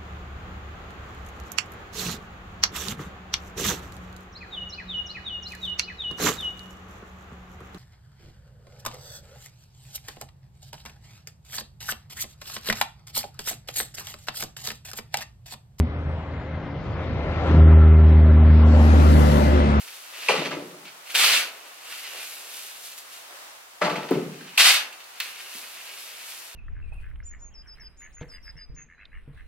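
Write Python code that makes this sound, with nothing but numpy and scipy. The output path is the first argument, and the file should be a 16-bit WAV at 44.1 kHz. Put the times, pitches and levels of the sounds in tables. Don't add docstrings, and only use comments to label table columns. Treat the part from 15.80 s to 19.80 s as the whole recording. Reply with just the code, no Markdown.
import sys
import numpy as np
from scipy import signal
from scipy.io import wavfile
from scipy.ndimage import uniform_filter1d

SR = 44100
rng = np.random.default_rng(int(sys.argv[2]) if len(sys.argv) > 2 else 0)


def convert_level_to_amplitude(level_db):
    exponent = np.asarray(level_db, float) / 20
    return 10 ** exponent


def to_wav(sig):
    pcm = np.clip(np.atleast_2d(sig), -1, 1) * 32767
    pcm = np.round(pcm).astype(np.int16)
    wavfile.write(sys.argv[1], SR, pcm.T)


N = 176400


def read(points, hz):
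    table_hz, value = np.transpose(points)
    return np.interp(np.log(hz + 1), np.log(table_hz + 1), value)


def curve(table, column, t=None):
    rows = np.transpose(table)
    return np.interp(np.arange(N) / SR if t is None else t, rows[0], rows[column])


def evened(x):
    return x / np.sqrt(np.mean(x ** 2) + 1e-20)


def slow(rate_hz, t):
    rates = np.geomspace(rate_hz / 20, rate_hz, 24)
    return evened(sum(np.sin(2 * np.pi * (f * t + rng.random())) / np.sqrt(f) for f in rates))


def resonate(x, hz, width_hz):
    turn = np.exp(2j * np.pi * np.cumsum(hz) / SR)
    r = np.exp(-np.pi * width_hz / SR)
    return (turn * signal.lfilter([(1 - r) ** 2], [1, -2 * r, r * r], x / turn)).real


# time_s, lead_samples
LEAD = [(0, -7.5), (1.5, 5.5), (2.4, -0.5), (2.9, 3.5), (3.3, 23), (4, 18.5)]


def placed(x, left_db):
    late = np.interp(np.arange(N) - curve(LEAD, column=1), np.arange(N), x)
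    return np.array([x * convert_level_to_amplitude(left_db / 2), late * convert_level_to_amplitude(-left_db / 2)])


# time_s, firing_hz
FIRING_RATE = [(0, 79.8), (1.0, 79.3), (1.8, 79.3), (2.3, 78.28), (2.85, 77.32), (3.15, 76.9),
               (3.35, 76.03), (3.58, 72.5), (3.8, 72.65), (4, 71.6)]


def firing():
    hz = curve(FIRING_RATE, column=1) + .1 * slow(12, np.arange(N) / SR)
    return hz, np.cumsum(hz) / SR


# pitch_hz, level_db
GEAR_LINES = [(3780, -61.5), (5690, -60), (7560, -66.5)]
# time_s, level_db
GEAR_SWELL = [(0, -32.5), (2.6, -33), (2.95, 2), (3.4, -29), (3.7, -13), (4, -2)]
# time_s, pitch_hz, level_db
TURBO = [
    (0, 9000, -86),
    (.4, 7500, -79),
    (.8, 6600, -82),
    (1.2, 6000, -88),
    (1.4, 5800, -110),
]


def whines(hz):
    gear = 0
    for pitch_hz, level_db in GEAR_LINES:
        line = resonate(rng.standard_normal(N), pitch_hz * (hz / 77) ** 0.13, width_hz=18)
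        gear = gear + convert_level_to_amplitude(level_db) * evened(line)
    turbo = convert_level_to_amplitude(curve(TURBO, column=2)) * np.sin(2 * np.pi * np.cumsum(curve(TURBO, column=1)) / SR)
    return placed(gear * convert_level_to_amplitude(curve(GEAR_SWELL, column=1)) + turbo, left_db=12)


# pitch_hz, width_hz, level_db, doppler_share, gain_when_near_db
TREAD_HUMS = [(284.8, 7, -3.5, 0.93, 2), (530.2, 9.7, -8, 0.34, 1.5), (610.7, 25, -10, 0.23, 2.5),
              (2069, 79, -14, 0.13, -7.5)]


def tread_hum(hz):
    near = curve(ROAD, column=2)
    hum = 0
    for pitch_hz, width_hz, level_db, slide, near_db in TREAD_HUMS:
        tone = resonate(rng.standard_normal(N), pitch_hz * (hz / hz[0]) ** slide, width_hz)
        hum = hum + convert_level_to_amplitude(level_db + near_db * near) * evened(tone)
    return placed(hum * convert_level_to_amplitude(curve(ROAD, column=1)), left_db=5.1)


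# time_s, level_db
INTAKE = [(0, -68), (1.3, -59), (1.7, -40), (2.05, -40), (2.35, -50), (2.9, -45), (3.2, -37), (4, -56.5)]


def intake_howl():
    howl = evened(resonate(rng.standard_normal(N), np.full(N, 1343), width_hz=99))
    return placed(howl * convert_level_to_amplitude(curve(INTAKE, column=1)), left_db=5.1)


# time_s, roar_db, nearness (0-1)
ROAD = [(0, -43.5, 0.03), (.4, -43, 0.04), (.9, -42, 0.03), (1.05, -41, 0.22), (1.5, -35.5, 0.07),
        (1.71, -32, .32), (1.8, -33.5, .1), (2.2, -37.5, 0.07), (2.5, -36, 0), (2.9, -33.5, 0.5),
        (2.96, -32, 0.7), (3.1, -29, 0.66), (3.4, -27.5, 0.84), (3.65, -26.5, 0.74), (3.74, -27, 0.57),
        (4, -30, 0.41)]
# freq_hz, density_db (per Hz)
FAR = [(30, -23.5), (80, 3), (150, -2), (240, -13.5), (600, -14), (2040, -24.5), (4000, -38.5),
       (12000, -82)]
# freq_hz, density_db (per Hz)
NEAR_COLOUR = [(30, -32.5), (50, -5.5), (130, -3), (270, 3.5),
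               (430, -6), (600, -5), (1000, -8.5), (2200, -21), (3900, -25.5), (8500, -34.5), (11400, -29.5),
        (14500, -37)]
# freq_hz, likeness (0-1)
SAME_FAR = [(60, .99), (300, 1), (700, .92), (1400, 0.83), (3000, 0.2), (8000, 1)]
# freq_hz, likeness (0-1)
SAME_NEAR = [(60, 0.82), (300, 0.54), (700, 0.71), (1400, 0.35), (3000, 0.17), (8000, 0.47)]
# freq_hz, left_db
LEFT_DB = [(60, 0), (250, 1.3), (700, 2.8), (2000, 5), (3500, 5.5), (5000, 11), (8000, 16), (12000, 17)]


def road(turns):
    frames, hz = N // 256 + 5, np.fft.rfftfreq(1024, 1 / SR)
    t = np.arange(frames) * 256 / SR
    a, b, c, d, patches = rng.standard_normal((frames, 513, 5)).T
    patches = uniform_filter1d(patches, size=12, axis=0)
    patches = evened(uniform_filter1d(patches, size=12, axis=1))
    near = np.clip(curve(ROAD, column=2, t=t), 0, 1.2)

    def blend(far, close):
        return read(far, hz)[:, None] * (1 - near) + read(close, hz)[:, None] * near

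    colour = convert_level_to_amplitude(blend(FAR, NEAR_COLOUR))
    band = (hz > 600) & (hz < 2500)
    colour = colour / np.sqrt((colour[band] ** 2).sum(0))

    same = np.clip(blend(SAME_FAR, SAME_NEAR), 0, 1)
    left = a + 1j * b
    right = same * left + np.sqrt(1 - same ** 2) * (c + 1j * d)
    late = np.exp(-2j * np.pi * hz[:, None] * curve(LEAD, column=1, t=t) / SR)
    side_db = read(LEFT_DB, hz)[:, None] / 2 * (.8 + .25 * near)
    z = np.array([left * convert_level_to_amplitude(side_db), late * convert_level_to_amplitude(-side_db) * right])

    patch_db, swell_db = 1.5, .4
    level_db = patch_db * patches + swell_db * slow(5, t) + curve(ROAD, column=1, t=t)
    roar = signal.istft(z * colour * convert_level_to_amplitude(level_db), nperseg=1024, noverlap=768)[1][:, :N]
    flutter = 1 + .092 * np.cos(2 * np.pi * turns)
    return convert_level_to_amplitude(2.5) * roar * flutter


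def kick():
    centre_s, width_s = 1.75, .055
    t = np.arange(N) / SR
    stack = signal.butter(2, [90, 330], "bandpass", fs=SR, output="sos")
    lumps = evened(signal.sosfilt(stack, rng.standard_normal(N)))
    return placed(convert_level_to_amplitude(-22.5) * lumps * np.exp(-((t - centre_s) / width_s) ** 2), left_db=1.2)


# time_s, firing_db, second_db, third_db, high_orders_db
ENGINE = [(0, -12.5, -17, -41, -31.5), (.04, -21, -45, -27.5, -51), (.09, -30, -45.5, -47, -54),
          (.4, -31, -43.5, -49, -68), (.9, -42, -41, -47.5, -65), (1.5, -29.5, -47, -57, -54),
          (1.67, -24.5, -52, -51, -60.5), (1.74, -13, -20.5, -28.5, -47), (1.82, -7.5, -21.5, -30, -30),
          (2.2, -10, -24.5, -29.5, -33), (2.75, -10, -25, -24, -40), (3.0, -11.5, -32.5, -23.5, -49),
          (3.2, -11.5, -29, -24.5, -37.5), (3.35, -11, -21.5, -28, -38.5), (3.56, -18.5, -22, -23.5, -41),
          (3.75, -14.5, -46, -29.5, -30.5), (3.86, -19, -28, -24, -35.5), (4, -18, -32, -23.5, -35)]
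# multiple, level_db
HIGH_ORDERS = [(5, 0), (6, -16), (7, -15), (8, -17)]
# sixths_of_firing_rate, level_db (against the firing tone)
CYLINDER_ORDERS = [(4, -34), (5, -35), (7, -34), (8, -30), (10, -32), (13, -39), (16, -36), (19, -35),
                   (20, -37), (29, -35), (31, -33)]


def exhaust(hz, turns):
    t = np.arange(N) / SR
    start_turn = .2
    waver_db = .6

    def order(multiple, level_db, waver_db):
        drift = np.interp(t, t[::64], slow(40, t[::64]))
        chance = (multiple % 1 > 0) * rng.random()
        phase = multiple * turns + chance + start_turn * multiple
        return np.sqrt(2) * convert_level_to_amplitude(level_db + waver_db * drift) * np.sin(2 * np.pi * phase)

    tone_db, high_db = curve(ENGINE, column=1), curve(ENGINE, column=4)
    coasting = np.clip((-22 - tone_db) / 8, 0, 1)
    low = order(1, tone_db, 2.5 * coasting) + order(2, curve(ENGINE, column=2), waver_db)
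    boom = evened(resonate(rng.standard_normal(N), hz, width_hz=25))
    low = low + convert_level_to_amplitude(tone_db - 29) * boom

    high = order(3, curve(ENGINE, column=3), waver_db) + order(4, tone_db - 25.5, waver_db)
    for multiple, level_db in HIGH_ORDERS:
        high = high + order(multiple, high_db + level_db, waver_db)
    for sixths, level_db in CYLINDER_ORDERS:
        high = high + order(sixths / 6, tone_db + level_db, 2 * waver_db)
    return placed(low, left_db=.1) + placed(high, left_db=1.2)


def scene():
    hz, turns = firing()
    rolling = whines(hz) + tread_hum(hz) + intake_howl() + road(turns)
    return rolling + kick() + exhaust(hz, turns)


BANDS = [160, 176, 196, 216, 240, 264, 292, 320, 352, 384, 416, 448, 480, 512, 544, 576, 608, 640, 672, 704,
         1025]


def starved(x):
    hz, t, z = signal.stft(x, SR, window="cosine", nperseg=2048, noverlap=1024)
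    power = abs(z) ** 2 + 1e-20

    def chance(size):
        return evened(uniform_filter1d(rng.standard_normal(len(t)), size=size))

    loud_db = 10 * np.log10(power.sum(1)) + 12
    floor_db = -76.5 + .99 * loud_db + 2.5 * chance(2)
    keep = np.ones(z.shape)
    for a, b in zip(BANDS, BANDS[1:]):
        band_db = 5 * np.log10((power[:, a:b] ** 2).mean(1) / 2)
        deaf_db = 14.5 * (hz[a] < 10000 < hz[b - 1])
        keep[:, a:b] = (band_db > floor_db + 1.5 * chance(4) + deaf_db)[:, None]
    return signal.istft(z * keep, SR, window="cosine", nperseg=2048, noverlap=1024)[1]


def low_pass(x):
    return signal.sosfilt(signal.butter(12, 14390, fs=SR, output="sos"), x)


def record(dry):
    low_cut = signal.butter(2, 33, "highpass", fs=SR, output="sos")
    cut = signal.sosfiltfilt(low_cut, dry, padtype="even", padlen=4096)
    ceiling = 1.1
    limited = ceiling * np.tanh(cut / ceiling)
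    lead_in = 240
    thrifty = starved(np.pad(limited, ((0, 0), (lead_in, 2048)), "reflect"))
    return low_pass(thrifty[:, lead_in:lead_in + N])


dry = scene()
out = record(dry)
to_wav(out)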